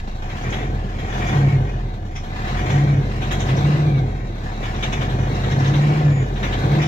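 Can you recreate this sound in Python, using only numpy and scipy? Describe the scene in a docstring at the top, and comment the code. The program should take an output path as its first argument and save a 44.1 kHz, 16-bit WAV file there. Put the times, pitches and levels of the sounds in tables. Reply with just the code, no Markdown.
"""A four-cylinder diesel pickup, parked, revs up from idle in six blips, heard from the driver's seat.
The firings rumble through the bulkhead and shake the cab, whose air booms near the top of each blip.
The block clatters and hisses under fuel, one cylinder knocking hard as the revs pick up.
A panel rings with the load, trim buzzes, and gears whine faintly as the revs fall.
The turbo gives one thin whistle after the longest blip."""
import sys
import numpy as np
from scipy import signal
from scipy.fft import rfft, irfft
from scipy.io import wavfile
from scipy.ndimage import uniform_filter1d

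SR = 44100
rng = np.random.default_rng(int(sys.argv[2]) if len(sys.argv) > 2 else 0)


def pcm_store(signal):
    """Save signal as 16-bit PCM."""
    levels = np.round(np.clip(np.atleast_2d(signal), -1, 1) * 32767)
    wavfile.write(sys.argv[1], SR, levels.astype(np.int16).T)


N = 302967

# Presses of the pedal; the long fifth blip takes two rows.
# Each row: down in seconds, up in seconds, depth from 0 to 1, added clatter in dB if held down.
PEDAL_PRESSES = [(0.14, 0.519, 0.8, 10.5), (0.922, 1.338, 0.97, 15.5), (2.199, 2.763, 0.82, 14),
                 (3.03, 3.732, 0.72, 12.5), (4.325, 5.156, .48, 9.5), (5.0, 5.945, 0.6, 12),
                 (6.263, 6.759, 0.96, 15)]
# Resonances of the engine block. Each row: centre in Hz, width in Hz, lift in dB.
BLOCK_MODES = [(738, 45, 4), (1561, 60, 2), (1734, 50, 2.5), (1891, 60, 2.5), (2224, 70, 3), (2335, 60, 3),
               (2883, 70, 2), (3298, 50, 3), (3792, 50, 3.5), (6040, 70, 4)]


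def engine(idle_hz=26.9, full_pedal_rise_hz=61.4, flywheel_s=0.296):
    """Fuel spins up the flywheel, friction drags it back. Gives firing rate, fuel and added clatter."""
    _, _, depth, clatter_db = np.transpose(PEDAL_PRESSES)
    fuel = np.max(depth[:, None] * pedal(rise_s=0.398, fall_s=0.203), axis=0)
    # combustion turns hard soon after the pedal goes down
    harsh_db = np.max(clatter_db[:, None] * pedal(rise_s=0.19, fall_s=0.43, delay_s=0.0037), axis=0)
    inertia = np.exp(-1 / (flywheel_s * SR))
    revs = signal.lfilter([1 - inertia], [1, -inertia], fuel)
    return idle_hz + full_pedal_rise_hz * revs, fuel, harsh_db


def pedal(rise_s, fall_s, delay_s=0):
    """One envelope for each press: it builds while the pedal is down and dies after it lifts."""
    t = np.arange(N) / SR - delay_s
    envelopes = []
    for down, up, _, _ in PEDAL_PRESSES:
        build = 1 - np.exp(-np.clip(t - down, 0, up - down) / rise_s)
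        envelopes.append(build * np.exp(-np.maximum(t - up, 0) / fall_s))
    return np.array(envelopes)


def coasting():
    """Seconds since the pedal lifted, counted only in the gaps between presses."""
    t = np.arange(N) / SR
    downs, ups, _, _ = np.transpose(PEDAL_PRESSES)
    since = sum((t > up) * (t < down) * (t - up) for up, down in zip(ups, downs[1:]))
    return uniform_filter1d(since, size=4000)


def firings(cycles, scatter_db, cylinders_db=(0, 0, 0, 0)):
    """One blow per cycle, the four cylinders in turn: its sample, cylinder and uneven strength."""
    at = np.flatnonzero(np.diff(np.floor(cycles))) + 1
    cylinder = np.arange(len(at)) % 4
    chance = rng.standard_normal(1000)[:len(at)]
    return at, cylinder, undb(np.array(cylinders_db)[cylinder] + scatter_db * chance)


def rumble(cycles, level_db, gas_db=-3):
    """Each cylinder thumps the bulkhead by its own path; turbulent gas follows each thump."""
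    # Weight of each cylinder's thump in dB.
    cylinders_db = [0.84, -0.53, 0.26, 0.35]
    # Tone of the rumble. Each row: frequency in Hz, gain in dB.
    rumble_eq = [(20, -5.5), (45, -10.5), (75, -8), (110, 0), (138, 8.5), (165, -2.5), (200, 4),
                 (250, -4.5), (400, -6), (600, -10), (800, -13.5), (950, -27), (1300, -35.5), (2500, -61.5)]
    # Resonances of the bulkhead. Each row: centre in Hz, width in Hz, lift in dB.
    bulkhead_modes = [(327, 2.8, 5.5), (734, 29, 4)]
    at, cylinder, size = firings(cycles, scatter_db=1.86, cylinders_db=cylinders_db)
    hits = np.zeros((4, N))
    hits[cylinder, at] = size
    thumps = np.array([sum(smear(row, t60=0.1295) for row in hits) for _ in range(2)])
    gas = bursts(at, size, decay_s=0.083, rise_s=0.014) * rng.standard_normal((2, N))
    pair = thumps / thumps.std() + undb(gas_db) * gas / gas.std()
    return steady(spread(*colour(pair, rumble_eq, bulkhead_modes), pan_db=-0.2)) * undb(level_db)


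def shake(cycles, hz, rough=0.31, lope=0.079):
    """The engine rocks unevenly on its mounts; each harmonic swells where the cab takes it up."""
    # The cab's response. Each row: firing rate in Hz, then levels of harmonics one to three in dB.
    cab_response = [(26.8, -28.5, -36, -46.5), (34.2, -31, -48, -36), (42.6, -25, -35.5, -31.5),
                    (49.05, -26.5, -27.5, -34), (50.6, -35, -23.5, -22), (51.45, -26.5, -26.5, -47.5),
                    (57, -34, -38.5, -54)]
    rates, *levels = np.transpose(cab_response)
    out = 0
    for order, db in enumerate(levels, 1):
        sway = 1 + lope * np.cos(np.pi * cycles / 2 + order) + rough * order ** 0.76 * flutter(26) / 2
        tone = np.exp(2j * np.pi * order * cycles)
        out = out + undb(np.interp(hz, rates, db)) * (sway * tone).imag
    return np.sqrt(2) * out * undb([[-0.3], [0.3]])


def boom(cycles, hz, coast_s, drive_ratio=2.68, lag_s=0.008, build_s=0.015):
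    """A belt-driven part, likely the fan, sets the cab's air booming; it trails the revs and throbs."""
    # The cab's air resonance. Each row: pitch in Hz, level in dB.
    air_response = [(70, -48), (100, -43), (118, -34), (125, -30), (133, -19.5), (141, -15), (149, -16),
                    (160, -29)]
    throb, rough, swell_db = 0.3, 0.11, 1.2
    overtone_db, coast_db_per_s = -20.5, 1
    t = np.arange(N) / SR
    pitch = drive_ratio * np.interp(t - lag_s, t, hz)
    trailing_pitch = np.interp(t - build_s, t, pitch)
    resonance_db = np.interp(trailing_pitch, *np.transpose(air_response))
    db = resonance_db + swell_db * walk(22) + coast_db_per_s * coast_s
    tone = np.exp(2j * np.pi * np.cumsum(pitch) / SR)
    sway = 1 + throb * np.sin(np.pi * cycles / 2) + rough * flutter(60)
    return np.sqrt(2) * undb(db) * ((tone + undb(overtone_db) * tone ** 2) * sway).real


def clatter(cycles, block_db, hiss_db, harsh_db, hiss_floor_db=-56.5):
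    """Combustion rings the block; valves and injectors tick between the firings."""
    # Weight of each cylinder's clatter in dB.
    cylinders_db = [-1, 1.6, -1.1, 1.3]
    # Tone of the block and of the hiss. Each row: frequency in Hz, gain in dB.
    block_eq = [(300, -22), (700, 8), (1000, 11), (1350, 5.5), (1700, 6.5), (2400, 1), (3000, -5.5),
                (3900, -8), (4500, -21.5), (6000, -20), (9000, -45)]
    hiss_eq = [(2000, 1.5), (4000, 8.5), (4900, 3.5), (6000, 3), (7200, 1), (7700, -4.5), (8200, -17.5),
               (11000, -11.5), (15500, -18.5)]
    at, cylinder, size = firings(cycles, scatter_db=2, cylinders_db=cylinders_db)
    pistons = piston_slap(at, cylinder, size) * undb(-25 + 1.6 * harsh_db)  # hard only under load
    combustion = bursts(at, size, decay_s=0.048, rise_s=0.008)
    at, _, size = firings(3 * cycles, scatter_db=3)
    valves = bursts(at, size, decay_s=0.007, rise_s=0.002)
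    at, _, size = firings(2 * cycles, scatter_db=4.5)
    injectors = bursts(at, size, decay_s=0.026, rise_s=0.0066)
    grain = undb(0.39 * walk(820))  # each blow is a cluster of tiny metal contacts
    rattle = np.hypot(combustion, 0.81 * valves) * grain * rng.standard_normal((2, N))
    hiss = np.hypot(combustion, 0.55 * injectors) * rng.standard_normal((2, N))
    block = rattle / rattle.std() + pistons
    block = steady(spread(*colour(block, block_eq, BLOCK_MODES), pan_db=2.5))
    hiss = steady(spread(*colour(hiss, hiss_eq, BLOCK_MODES), pan_db=-0.5))
    hiss_gain = np.hypot(undb(hiss_db), undb(hiss_floor_db))
    return treble_flicker(block * undb(block_db) + hiss * hiss_gain, t60=0.057, wet_db=1)


def piston_slap(at, cylinder, size, jitter_s=0.0004):
    """Each piston strikes the block with its own metallic clack, a little early or late each time."""
    slip = (jitter_s * SR * rng.standard_normal(1000)[:len(at)]).astype(int)
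    hits = np.zeros((4, N))
    hits[cylinder, np.clip(at + slip, 0, N - 1)] = size
    return steady(np.array([sum(smear(row, t60=0.08) for row in hits) for _ in range(2)]))


def knocks(rise_s=0.0067, hold_s=0.015):
    """A big shot of fuel at low revs burns all at once and rattles the engine bay."""
    # Hard combustion knocks. Each row: time in seconds, relative level in dB, decay in seconds.
    cues = [(0.237, -54, .015), (0.3, -40, 0.0072), (0.478, -45, 0.033), (0.525, -31.5, 0.041),
            (0.582, -48, .03), (0.624, -45, .025), (0.986, -39.5, .03), (1.122, -39, .02),
            (1.144, -49, .015), (1.171, -47, .015), (1.208, -39.5, .02), (1.27, -39, 0.02),
            (1.308, -45, 0.015), (2.155, -39, 0.028), (2.401, -49, .025), (2.48, -38, 0.031),
            (2.594, -49, .025), (2.694, -35.5, .025), (3.22, -34.5, 0.026), (3.31, -30.5, 0.025),
            (3.399, -34, 0.024), (3.483, -36, 0.029), (3.57, -39, .02), (4.631, -35.5, .022),
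            (4.745, -42, .025), (4.828, -28.5, 0.025), (4.922, -32, 0.022), (5.01, -34.5, 0.028),
            (5.095, -41, .025), (5.345, -46, 0.023), (5.436, -37, 0.029), (5.512, -38, .028),
            (5.645, -36, .028), (5.737, -37, .028), (6.357, -43, .025), (6.431, -30.5, .026),
            (6.525, -34.5, .028), (6.635, -49, .025), (6.82, -33.5, 0.033)]
    # Tone of a knock. Each row: frequency in Hz, gain in dB.
    knock_eq = [(200, -2), (500, 5), (740, 7), (900, 4), (1200, 5.5), (1700, 5), (2500, 1.5), (3100, 1),
                (3850, 0.5), (4400, -17), (6200, -15), (7400, -19), (8300, -35), (12300, -30), (15000, -42)]
    force = sum(undb(db) * blow(s - 0.005, rise_s, decay_s, hold_s) for s, db, decay_s in cues)
    rattle = steady(spread(*colour(rng.standard_normal((2, N)), knock_eq, BLOCK_MODES), pan_db=2))
    contacts = undb(1.7 * walk(560) + 1.7)
    return treble_flicker(rattle * force * contacts, t60=0.031, wet_db=-0.5)


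def body(octaves, harsh_db):
    """The body shudders at any speed; a bulkhead panel rings out as the engine pulls."""
    shudder = ringing(hz=83.8, width_hz=30.6) * undb(-33 + 5 * octaves)
    panel = steady(ringing(hz=741.5, width_hz=58))
    return shudder + panel * undb(-51.5 - 1.5 * octaves + 0.99 * harsh_db)


def growl(cycles, octaves, rough=0.67, db_per_octave=16.5):
    """Upper firing harmonics stand clear of the rumble as the revs near their top."""
    # Levels of harmonics five to ten at middling revs, in dB.
    harmonics_db = [-47, -46.5, -50.5, -48.5, -46, -47.5]
    pair = np.zeros((2, N))
    for channel in pair:
        for order, db in enumerate(harmonics_db, 5):
            tone = np.exp(2j * np.pi * order * cycles)
            channel += undb(db) * (tone * (1 + rough * flutter(14))).real
    return spread(*pair) * undb(db_per_octave * octaves)


def trim_buzz(cycles, hz, order=6, ring_hz=335, width_hz=35, rough=0.83, db=-37):
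    """A trim panel picks up the sixth firing harmonic near the top of each blip."""
    tone = np.exp(2j * np.pi * order * cycles) / (1 + 2j * (order * hz - ring_hz) / width_hz)
    pair = [(tone * (1 + rough * flutter(40))).real for _ in range(2)]
    return spread(*pair) * undb(db)


def spits():
    """Brief bright spits of hiss."""
    # Each row: time in seconds, level in dB, band centre in Hz.
    cues = [(0.42, -48, 6200), (0.497, -43, 6400), (1.262, -42, 6260), (2.154, -39.5, 5756),
            (2.70, -42, 6270), (3.312, -38, 6640), (3.314, -50, 12010), (3.396, -35.5, 6400),
            (3.56, -40, 5800), (4.755, -46, 5914), (4.83, -40, 6200), (4.922, -38.5, 6150),
            (5.34, -45, 5700), (5.505, -41, 5798), (5.586, -42, 5740), (5.669, -39.5, 5898),
            (5.754, -43.5, 5900), (6.332, -51, 5948), (6.815, -38, 5600), (6.85, -42, 5500)]
    out = 0
    for s, db, hz in cues:
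        band = signal.butter(2, [hz * 0.9, hz * 1.083], "bandpass", fs=SR, output="sos")
        air = signal.sosfilt(band, rng.standard_normal((2, N)))
        out = out + air / air.std() * undb(db) * blow(s - 0.002, rise_s=0.012, decay_s=0.032)
    return out


def gear_whine(cycles, hz, teeth=44, ring_hz=2290, width_hz=300, db=-43):
    """Timing gears mesh 44 times a firing; as the revs fall they go slack and ring their cover."""
    mesh = np.exp(2j * np.pi * teeth * cycles)
    gears = np.array([(mesh * (0.6 + 0.9 * flutter(130))).real for _ in range(2)])
    slack = uniform_filter1d((np.gradient(hz) < 0).astype(float), size=3000)
    cover = 1 / (1 + (2 * (teeth * hz - ring_hz) / width_hz) ** 2)
    return gears * undb(db) * slack * cover


def turbo(peak_s=6.205, rise_s=0.077, fall_s=0.035, hz=6814, sag_hz_per_s=960, db=-47):
    """The turbo winds down: a thin whistle that swells, sags in pitch and fades."""
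    age = np.arange(N) / SR - peak_s
    pitch = hz - sag_hz_per_s * np.clip(age, -0.5, 0.5)
    swell = np.exp(-(age / np.where(age < 0, rise_s, fall_s)) ** 2 / 2)
    return undb(db) * swell * np.sin(2 * np.pi * np.cumsum(pitch) / SR + 0.7 * walk(190))


def bursts(at, size, decay_s, rise_s):
    """An envelope that swells at each blow and dies away."""
    blows = np.zeros(N)
    blows[at] = size ** 2
    blows[0] = 0.8  # the engine is already running
    power = signal.lfilter([1], [1, -np.exp(-2 / (decay_s * SR))], blows + 1e-18)
    return np.sqrt(np.abs(uniform_filter1d(power, int(rise_s * SR) + 1)))


def blow(start, rise_s, decay_s, hold_s=0):
    """A swell, a short hold and an exponential fall, peak 1."""
    age = np.maximum(np.arange(N) / SR - start, 0)
    return np.minimum(age / rise_s, 1) * np.exp(-np.maximum(age - rise_s - hold_s, 0) / decay_s)


def ringing(hz, width_hz):
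    """One resonance of the body, shaken at random; unit level."""
    band = signal.butter(2, [hz - width_hz / 2, hz + width_hz / 2], "bandpass", fs=SR, output="sos")
    pair = spread(*signal.sosfilt(band, rng.standard_normal((2, N))))
    return pair / pair.mean(0).std()


def colour(x, eq, modes=()):
    """Filter by a smooth EQ curve with resonances standing on it."""
    f = np.arange(N // 2 + 1) * SR / N + 1
    hz, db = np.transpose(eq)
    gain_db = np.interp(np.log(f), np.log(hz), db)
    for centre, width, lift in modes:
        gain_db = gain_db + lift / (1 + (2 * (f - centre) / width) ** 2)
    return irfft(rfft(x) * undb(gain_db), N)


def smear(x, t60):
    """Many short paths through metal and cab smear each pulse without colouring it."""
    t = np.arange(SR // 4) / SR
    paths = rfft(rng.standard_normal(len(t)) * np.exp(-np.log(1000) * t / t60), N)
    return irfft(rfft(x) * paths / np.abs(paths), N)


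def treble_flicker(pair, t60, wet_db, count=3, treble_hz=2200):
    """Narrow peaks in the treble flicker, fading and returning."""
    t = np.arange(SR // 8) / SR
    tails = rng.standard_normal((count, len(t))) * np.exp(-np.log(1000) * t / t60)
    filters = rfft(tails / np.sqrt(np.sum(tails ** 2, axis=1, keepdims=True)), N)
    mix = np.array([walk(14) for _ in filters])
    mix = mix / np.sqrt(np.sum(mix ** 2, axis=0))
    f = np.arange(N // 2 + 1) * SR / N
    wet = undb(wet_db) * np.clip(f / treble_hz, 0, 1) ** 2
    plain = rfft(pair) / np.hypot(1, wet)
    flicker = sum(share * irfft(plain * wet * peaks, N) for share, peaks in zip(mix, filters))
    return irfft(plain, N) + flicker


def spread(mid, side, pan_db=0):
    """Left and right: alike in the bass, unrelated in the treble; the sound reaches the left first."""
    # Stereo width at the driver's seat. Each row: frequency in Hz, side against mid in dB.
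    width_eq = [(50, -20.5), (140, -37), (220, -28), (380, -12.5), (700, -14), (1300, -5.5), (2000, -2.5),
                (2800, -0.5), (15000, 1)]
    side = colour(side, width_eq)
    right = np.roll(mid - side, 16)
    return np.array([mid + side, right]) * undb([[pan_db / 2], [-pan_db / 2]])


def steady(pair):
    """Ride the gain to hold the middle at unit level, whatever the firing rate."""
    return pair / np.sqrt(uniform_filter1d(pair.mean(0) ** 2, size=8000) + 1e-12)


def walk(rate):
    """Random levels held 1 / rate s and slewed twice; spread near 1."""
    hold = int(SR / rate)
    steps = np.repeat(rng.standard_normal(N // hold + 1), hold)
    return 1.3 * uniform_filter1d(uniform_filter1d(steps, hold), hold)[:N]


def flutter(rate):
    """A complex random wobble that roughens a tone's level and phase."""
    return walk(rate) + 1j * walk(rate)


def undb(db):
    """Decibels to gain."""
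    return 10 ** (np.asarray(db) / 20)


def scene():
    """The crank times the engine and cab; revs and load set levels. Knocks, spits and turbo are cued."""
    hz, fuel, harsh_db = engine()
    cycles = np.cumsum(hz) / SR  # counted in firings
    octaves = np.log2(hz / 45)  # above middling revs, 45 firings a second
    coast_s = coasting()
    rumble_db = -28.5 + 11 * octaves + 4.5 * fuel - 3 * coast_s
    block_db = -46 + 0.5 * octaves + harsh_db - 6 * coast_s
    hiss_db = -55.5 + octaves + 0.87 * harsh_db - 20 * coast_s
    cab = shake(cycles, hz) + boom(cycles, hz, coast_s) + trim_buzz(cycles, hz) + body(octaves, harsh_db)
    motor = rumble(cycles, rumble_db) + growl(cycles, octaves)
    metal = clatter(cycles, block_db, hiss_db, harsh_db) + knocks()
    return cab + motor + metal + spits() + gear_whine(cycles, hz) + turbo()


def record(dry):
    """A steep low-pass cuts the treble above 15.5 kHz."""
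    return signal.sosfilt(signal.ellip(8, 0.2, 70, 15500, fs=SR, output="sos"), dry)


dry = scene()
out = record(dry)
pcm_store(out)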